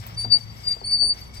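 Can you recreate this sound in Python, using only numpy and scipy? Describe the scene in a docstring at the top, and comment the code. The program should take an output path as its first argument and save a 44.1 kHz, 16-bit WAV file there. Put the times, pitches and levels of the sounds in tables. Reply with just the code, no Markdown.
"""The dry screw of a steel trailer jack squeals near 4.6 kHz as a hand crank winds it outdoors.
The squeal is a wavering sine with overtones and noisy rasps, louder on the left of two spaced microphones.
Filtered noise and tooth contacts grind in the tube; blows ring the frame's modes and a small link pings.
Behind them a distant motor hums in wavering tones and noisy drones, and shaped noise is the yard's hiss."""
import sys
import numpy as np
from scipy import signal
from scipy.fft import rfft, irfft
from scipy.io import wavfile
from scipy.ndimage import uniform_filter1d, map_coordinates

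SR = 44100
rng = np.random.default_rng(int(sys.argv[2]) if len(sys.argv) > 2 else 0)


def invert_db(x):
    """Field ratio 10**(x/20) for x, a level in decibels (scalar or array-like)."""
    u = np.asarray(x, float) / 20
    return 10 ** u


def dump_mix(stems):
    """Bounce the given channels to the path in sys.argv[1] as a 16-bit WAV at rate SR."""
    frames = np.atleast_2d(stems).T  # one column per channel
    limited = np.clip(frames, -1, 1)  # hard clip at full scale
    pcm = np.round(limited * 32767).astype(np.int16)
    wavfile.write(sys.argv[1], SR, pcm)


N = 61739  # length of the scene in samples

# grinding of the gears: (time [s], level [dB], level of its treble [dB])
GRIND_LEVELS = [(0.0, -65.5, -51.5), (0.03, -51, -53), (0.17, -59.5, -59.5), (0.202, -55.5, -50),
                (0.31, -63, -65), (0.33, -55, -49), (0.432, -63, -59.5), (0.712, -55.5, -53.5),
                (0.856, -64, -64), (0.942, -54.5, -48.5), (1.0, -72.5, -69), (1.024, -64.5, -90),
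                (1.094, -70, -77.5), (1.124, -62.5, -61.5), (1.186, -55, -51.5), (1.33, -67.5, -64),
                (1.346, -55.5, -45.5), (1.4, -59, -63)]
# spectrum of the grinding, as a relative shape: (frequency [Hz], level [dB])
GRIND_COLOUR = [(410, -58.5), (700, 10.5), (4670, 5.5), (10100, -72.5), (12000, -8.5), (13300, -45),
                (16000, -18.5)]
# resonances of the tube: (frequency [Hz], width [Hz], relative level [dB])
TUBE_RESONANCES = [(2240, 11, -1), (2034, 16, -8.5), (5267, 180, 0.5), (5830, 180, -1.5), (7440, 790, -2.5),
                   (11600, 550, -6.5)]
# the motor's two low tones: (time [s], level of the lower [dB], level of the upper [dB])
HUM_LEVELS = [(0.0, -46.5, -41), (0.33, -52.5, -41), (0.358, -59, -51.5), (0.45, -52.5, -44.5),
              (0.708, -49, -48.5), (0.734, -52, -52), (0.996, -47.5, -53), (1.054, -45, -55),
              (1.354, -48.5, -47)]
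# noisy drones beside the tones: (frequency [Hz], width of each filter pass [Hz], level [dB])
DRONES = [(87.9, 39, -55), (161.8, 32, -55.5), (220.4, 16, -59.5)]
# spectrum of the yard, as a relative shape: (frequency [Hz], level [dB])
YARD_COLOUR = [(25, -26), (92, 5.5), (270, -12.5), (1240, -20.5), (1530, -29.5), (2220, -20), (2410, -38),
               (3500, -27.5), (4550, -62), (7700, -120)]
# how far left and right differ in the yard: (frequency [Hz], side level relative to mid [dB])
YARD_SIDE = [(40, -10), (150, -19.5), (300, -2.5), (2500, 6), (15000, 10.5)]
# knocks in the frame: (time [s], peak before panning [dB], length of the rattle [s],
#                       centre of the modes it wakes [Hz])
KNOCKS = [(.062, -36, .012, 950), (.095, -38, .01, 1200), (.247, -31, .006, 480), (.249, -25, .012, 800),
          (.262, -34, .035, 230), (.342, -30, .02, 740), (.767, -33, .005, 660), (.815, -31, .012, 900),
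          (.816, -39, .012, 400), (.937, -37, .004, 1200), (1.024, -38, .004, 1850),
          (1.027, -29, .045, 690), (1.046, -35, .04, 385)]
# ringing modes of the frame: (frequency [Hz], relative level [dB], time to fall 60 dB [s])
FRAME_MODES = [(225, 0, .1), (390, 0, .07), (480, 0, .05), (670, 0, .06), (750, -2, .05), (820, 0, .04),
               (900, -3, .06), (1220, -3, .04), (1660, -4, .04), (1930, -4, .03)]
# pings of a small link: (time [s], level added to its modes [dB], share of the full ring time [0-1])
PINGS = [(0.067, -56, 0.1), (.084, -72, 0.5)]
# ringing modes of the link: (frequency [Hz], level [dB], full time to fall 60 dB [s])
LINK_MODES = [(14440, 26, .3), (15360, 25.5, 0.2)]
# pitch of the squeal: (time [s], frequency [Hz])
SQUEAL_PITCH = [(.162, 4665), (.19, 4590), (.25, 4660), (.302, 4648), (.338, 4586), (.372, 4640),
                (.41, 4585), (.65, 4706), (.684, 4684), (.834, 4700), (.837, 4500), (.852, 4480),
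                (.88, 4563), (.93, 4597), (1.0, 4566), (1.128, 4599), (1.25, 4580), (1.378, 4651)]
# the turning crank beams the squeal: (time [s], left over right [dB], left over right of the octave [dB])
BEAM = [(0.16, 2.0, -4), (0.298, 11, -8), (0.71, 5.5, -2.5), (0.76, 11, -17), (0.852, 4.5, -9.5),
        (0.972, 2.5, -1.5), (1.006, 13.5, -9), (1.108, 3.5, -12.5)]
# loudness of the squeal: (time [s], level [dB])
SQUEAL_LEVELS = [(.15, -70), (.165, -47), (.175, -30), (.2, -27), (.25, -27), (.26, -40), (.296, -41),
                 (.305, -28), (.325, -12), (.345, -13), (.36, -21), (.371, -22), (.377, -41), (.386, -41),
                 (.395, -62), (.412, -36), (.435, -44), (.458, -58), (.472, -49), (.502, -48), (.515, -56),
                 (.625, -62), (.65, -39), (.665, -37), (.682, -23), (.705, -28), (.715, -22), (.73, -24),
                 (.75, -35), (.765, -41), (.8, -51), (.836, -52), (.849, -30), (.895, -30), (.932, -17.5),
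                 (.985, -26), (1.02, -17), (1.04, -17.5), (1.075, -24), (1.11, -21), (1.13, -28),
                 (1.146, -50), (1.185, -52), (1.205, -62), (1.216, -45), (1.23, -59), (1.28, -51),
                 (1.315, -66), (1.36, -60), (1.375, -44), (1.4, -54)]
# the screw loses grip and the squeal breaks for a moment: (time [s], depth [dB])
SLIPS = [(.234, 6), (.425, 6), (.485, 8), (.756, 11), (.86, 9), (.886, 4), (1.088, 7)]
# octave overtone, before it dies with a faint squeal: (time [s], level [dB])
OCTAVE_LEVELS = [(0.15, -97), (0.182, -43.5), (0.208, -37.5), (0.304, -81.5), (0.324, -37.5), (0.34, -35),
                 (0.388, -61.5), (0.664, -88), (0.682, -37.5), (0.816, -100), (0.852, -43.5),
                 (0.876, -38.5), (0.894, -45.5), (0.932, -37.5), (0.972, -48.5), (1.09, -30),
                 (1.106, -37.5), (1.126, -61), (1.22, -55)]
# rasps where the squeal turns harsh: (time [s], level before panning [dB], length [s], centre [Hz],
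#                                      width of each filter pass [Hz])
RASPS = [(.333, -36, .013, 5000, 350), (.686, -41, .008, 4700, 1000), (.723, -38, .007, 4900, 1400),
         (.935, -44, .015, 5250, 400), (.70, -48, .02, 9500, 600), (.69, -52, .002, 14500, 1500),
         (.811, -48, .006, 4440, 90)]

JACK_LAG_S = .00046  # the jack's sound reaches the right microphone this much later
OPPOSITE = np.array([[1], [-1]])  # the side signal: plus on the left, minus on the right


def times():
    """Sample times in seconds."""
    return np.arange(N) / SR


def curve(table, column):
    """One column of a table, joined by straight lines in time."""
    rows = np.array(table)
    return np.interp(times(), rows[:, 0], rows[:, column])


def unit(x):
    """Scale to rms 1."""
    return x / np.sqrt(np.mean(x ** 2))


def noise():
    """White noise, equally strong at all frequencies."""
    return rng.standard_normal(N)


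def colour(x, points):
    """Shape a spectrum by (Hz, dB) points, joined on a log frequency scale."""
    hz = np.maximum(np.fft.rfftfreq(N, 1 / SR), 1)
    point_hz, point_db = np.array(points).T
    gain_db = np.interp(np.log(hz), np.log(point_hz), point_db)
    return irfft(rfft(x) * invert_db(gain_db), N)


def band(x, hz, width):
    """Two-pole resonance, which lets through sound near one frequency."""
    b, a = signal.iirpeak(hz, hz / width, SR)
    return signal.lfilter(b, a, x)


def noise_band(hz, width):
    """Noise through the same resonance twice, at rms 1."""
    return unit(band(band(noise(), hz, width), hz, width))


def walk(rate):
    """Random wander of rms 1, smoothed twice over 1/rate seconds."""
    k = int(SR / rate)
    return unit(uniform_filter1d(uniform_filter1d(noise(), k), k))


def bump(s, length):
    """A smooth hump of height 1 around time s."""
    return np.exp(-.5 * ((times() - s) / length) ** 2)


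def click(s):
    """One single sample of 1 at time s."""
    return 1. * (np.arange(N) == int(s * SR))


def ring(x, modes, gains):
    """Decaying modes (Hz, dB, t60) struck by x."""
    t = times()[:SR // 3]
    tail = 0
    for (hz, db, t60), gain in zip(modes, gains):
        fade = 1000. ** (-t / t60)
        tail = tail + gain * invert_db(db) * np.sin(2 * np.pi * hz * t) * fade
    return signal.fftconvolve(x, tail)[:N]


def place(x, pan_db, lag_s):
    """Place a source: pan_db louder on the left, lag_s later on the right."""
    late = map_coordinates(x, [(times() - lag_s) * SR], mode="mirror")
    return np.array([x * invert_db(pan_db / 2), late * invert_db(-pan_db / 2)])


def tone(phase, db, pan_db, lead):
    """A sine, ahead on the left by lead radians; its left-right average is set to the rms level db."""
    left, right = invert_db(pan_db / 2), invert_db(-pan_db / 2)
    together = np.abs(left * np.exp(1j * lead) + right)
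    # a floor keeps the gain moderate where the two sides nearly cancel
    together = np.maximum(together, (left + right) / 3)
    gain = invert_db(db) * 2 * np.sqrt(2) / together
    return gain * np.array([left * np.sin(phase + lead), right * np.sin(phase)])


def tooth_contacts():
    """Gear teeth meet at random instants with uneven force, over a steady rub of noise."""
    teeth_per_s, scatter_db = 1500, 2.5
    chance = rng.random((N, 2)).T
    hit = chance[0] < teeth_per_s / SR
    force = invert_db(-scatter_db * np.log(1 - chance[1]))
    teeth = hit * force
    return unit(teeth - teeth.mean()) / 2 + noise()


def tube(rub):
    """The hollow tube rings along in several resonances, each flickering on its own."""
    out = 0
    for hz, width, db in TUBE_RESONANCES:
        out = out + invert_db(db) * unit(band(rub, hz, width)) * invert_db(4.33 * walk(60))
    return unit(out)


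def grind():
    """Dense tooth contacts, broad and ringing in the tube; nearby surfaces scatter part of it."""
    tube_db, treble_from_hz = -0.5, 4200
    low_pass = signal.butter(4, treble_from_hz, fs=SR, output="sos")
    out = 0
    # direct sound, then scattered sound: (pan [dB], lag on the right [s], level [dB])
    for pan_db, lag_s, db in ((11.5, JACK_LAG_S, 1.5), (0., .02, -3)):
        rub = tooth_contacts()
        sound = unit(colour(rub, GRIND_COLOUR)) + invert_db(tube_db) * tube(rub)
        low = signal.sosfiltfilt(low_pass, sound)
        treble = sound - low
        sound = low * invert_db(curve(GRIND_LEVELS, column=1)) + treble * invert_db(curve(GRIND_LEVELS, column=2))
        out = out + place(sound * invert_db(db), pan_db, lag_s)
    return out


def hum():
    """A distant motor: two wavering low tones that swell and fade, and weaker noisy drones."""
    waver_hz = 2.9
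    out = 0
    # the two tones: (frequency [Hz], left over right [dB], column of HUM_LEVELS)
    for hz, pan_db, column in ((59, 0.5, 1), (111.4, 4.5, 2)):
        phase = 2 * np.pi * np.cumsum(hz + waver_hz * walk(10.9)) / SR
        db = curve(HUM_LEVELS, column) + 3.4 * walk(67)
        out = out + tone(phase, db, pan_db + 3 * walk(9.2), 0.54 * walk(10))
    for hz, width, db in DRONES:
        mid, side = noise_band(hz, width), noise_band(hz, width)
        out = out + invert_db(db) * (mid + invert_db(-5.5) * side * OPPOSITE)
    return out


def yard():
    """Broad outdoor hiss and rumble from shaped noise, most alike left and right in the bass."""
    mid, side = unit(colour(noise(), YARD_COLOUR)), unit(colour(noise(), YARD_COLOUR))
    level_db = -48 + 1.2 * walk(8)  # swells gently
    return invert_db(level_db) * (mid + colour(side, YARD_SIDE) * OPPOSITE)


def knocks():
    """Each knock is a blow and a short rattle, which set the modes of the steel frame ringing."""
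    db_per_octave2 = 30  # how fast modes away from the centre weaken
    rattle_matches_blow_s = .00046  # unused; the next line sets the length, 5 ms, of a rattle about as strong as the blow
    rattle_matches_blow_s = .005
    t, out = times(), 0
    mode_hz = np.array(FRAME_MODES)[:, 0]
    for s, db, length, centre_hz in KNOCKS:
        fade = (t >= s) * np.exp(-np.maximum(t - s, 0) / length)
        rattle = fade * noise() / np.sqrt(rattle_matches_blow_s * SR)
        octaves_away = np.log2(mode_hz / centre_hz)
        knock = ring(click(s) + rattle, FRAME_MODES, invert_db(-db_per_octave2 * octaves_away ** 2))
        out = out + invert_db(db) * knock / np.abs(knock).max()
    return place(out, 5, JACK_LAG_S)


def pings():
    """A tiny link, struck by a click, rings in two very high modes that die quickly."""
    out = 0
    for s, db, share in PINGS:
        modes = [(hz, mode_db, t60 * share) for hz, mode_db, t60 in LINK_MODES]
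        out = out + invert_db(db) * ring(click(s), modes, np.ones(len(modes)))
    return place(out, 0., .00044)


def squeal():
    """Sticking and slipping lock to one mode of the screw: a wavering sine with two overtones."""
    waver_hz, slip_s, lead_drift_rad = 6, .004, 0.56
    phase = 2 * np.pi * np.cumsum(curve(SQUEAL_PITCH, column=1) + waver_hz * walk(64)) / SR
    db = curve(SQUEAL_LEVELS, column=1)
    for s, depth_db in SLIPS:
        db = db - depth_db * bump(s, slip_s)
    # the level flutters more when the squeal is faint
    flutter_db = 1.2 + 2 * np.clip((-32 - db) / 10, 0, 1)
    # the octave sinks further once the squeal falls below -46 dB
    octave_db = curve(OCTAVE_LEVELS, column=1) - 2 * np.maximum(-46 - db, 0)
    third_db = (db + octave_db) / 2 - 33.5
    main = tone(phase, db + flutter_db * walk(130), curve(BEAM, column=1), 1.16 + lead_drift_rad * walk(36))
    octave = tone(2 * phase, octave_db + 2 * walk(170), curve(BEAM, column=2),
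                  -1.73 + lead_drift_rad * walk(19.4))
    # at three times the pitch, left and right move in opposite directions
    third = tone(3 * phase, third_db + 2 * walk(46), 0., np.pi)
    return main + octave + third


def rasps():
    """Short bursts of narrow noise where the squeal turns harsh."""
    out = 0
    for s, db, length, hz, width in RASPS:
        out = out + invert_db(db) * bump(s, length) * noise_band(hz, width)
    return place(out, 10, JACK_LAG_S)


def scene():
    """All sources at the two microphones."""
    return squeal() + rasps() + grind() + knocks() + pings() + hum() + yard()


def top_cut(x):
    """Nothing passes above the cut-off."""
    return signal.sosfilt(signal.butter(12, 16440, fs=SR, output="sos"), x)


def record(dry):
    """Turn the finished mix into the stored sound."""
    return top_cut(dry)


dry = scene()
out = record(dry)
dump_mix(out)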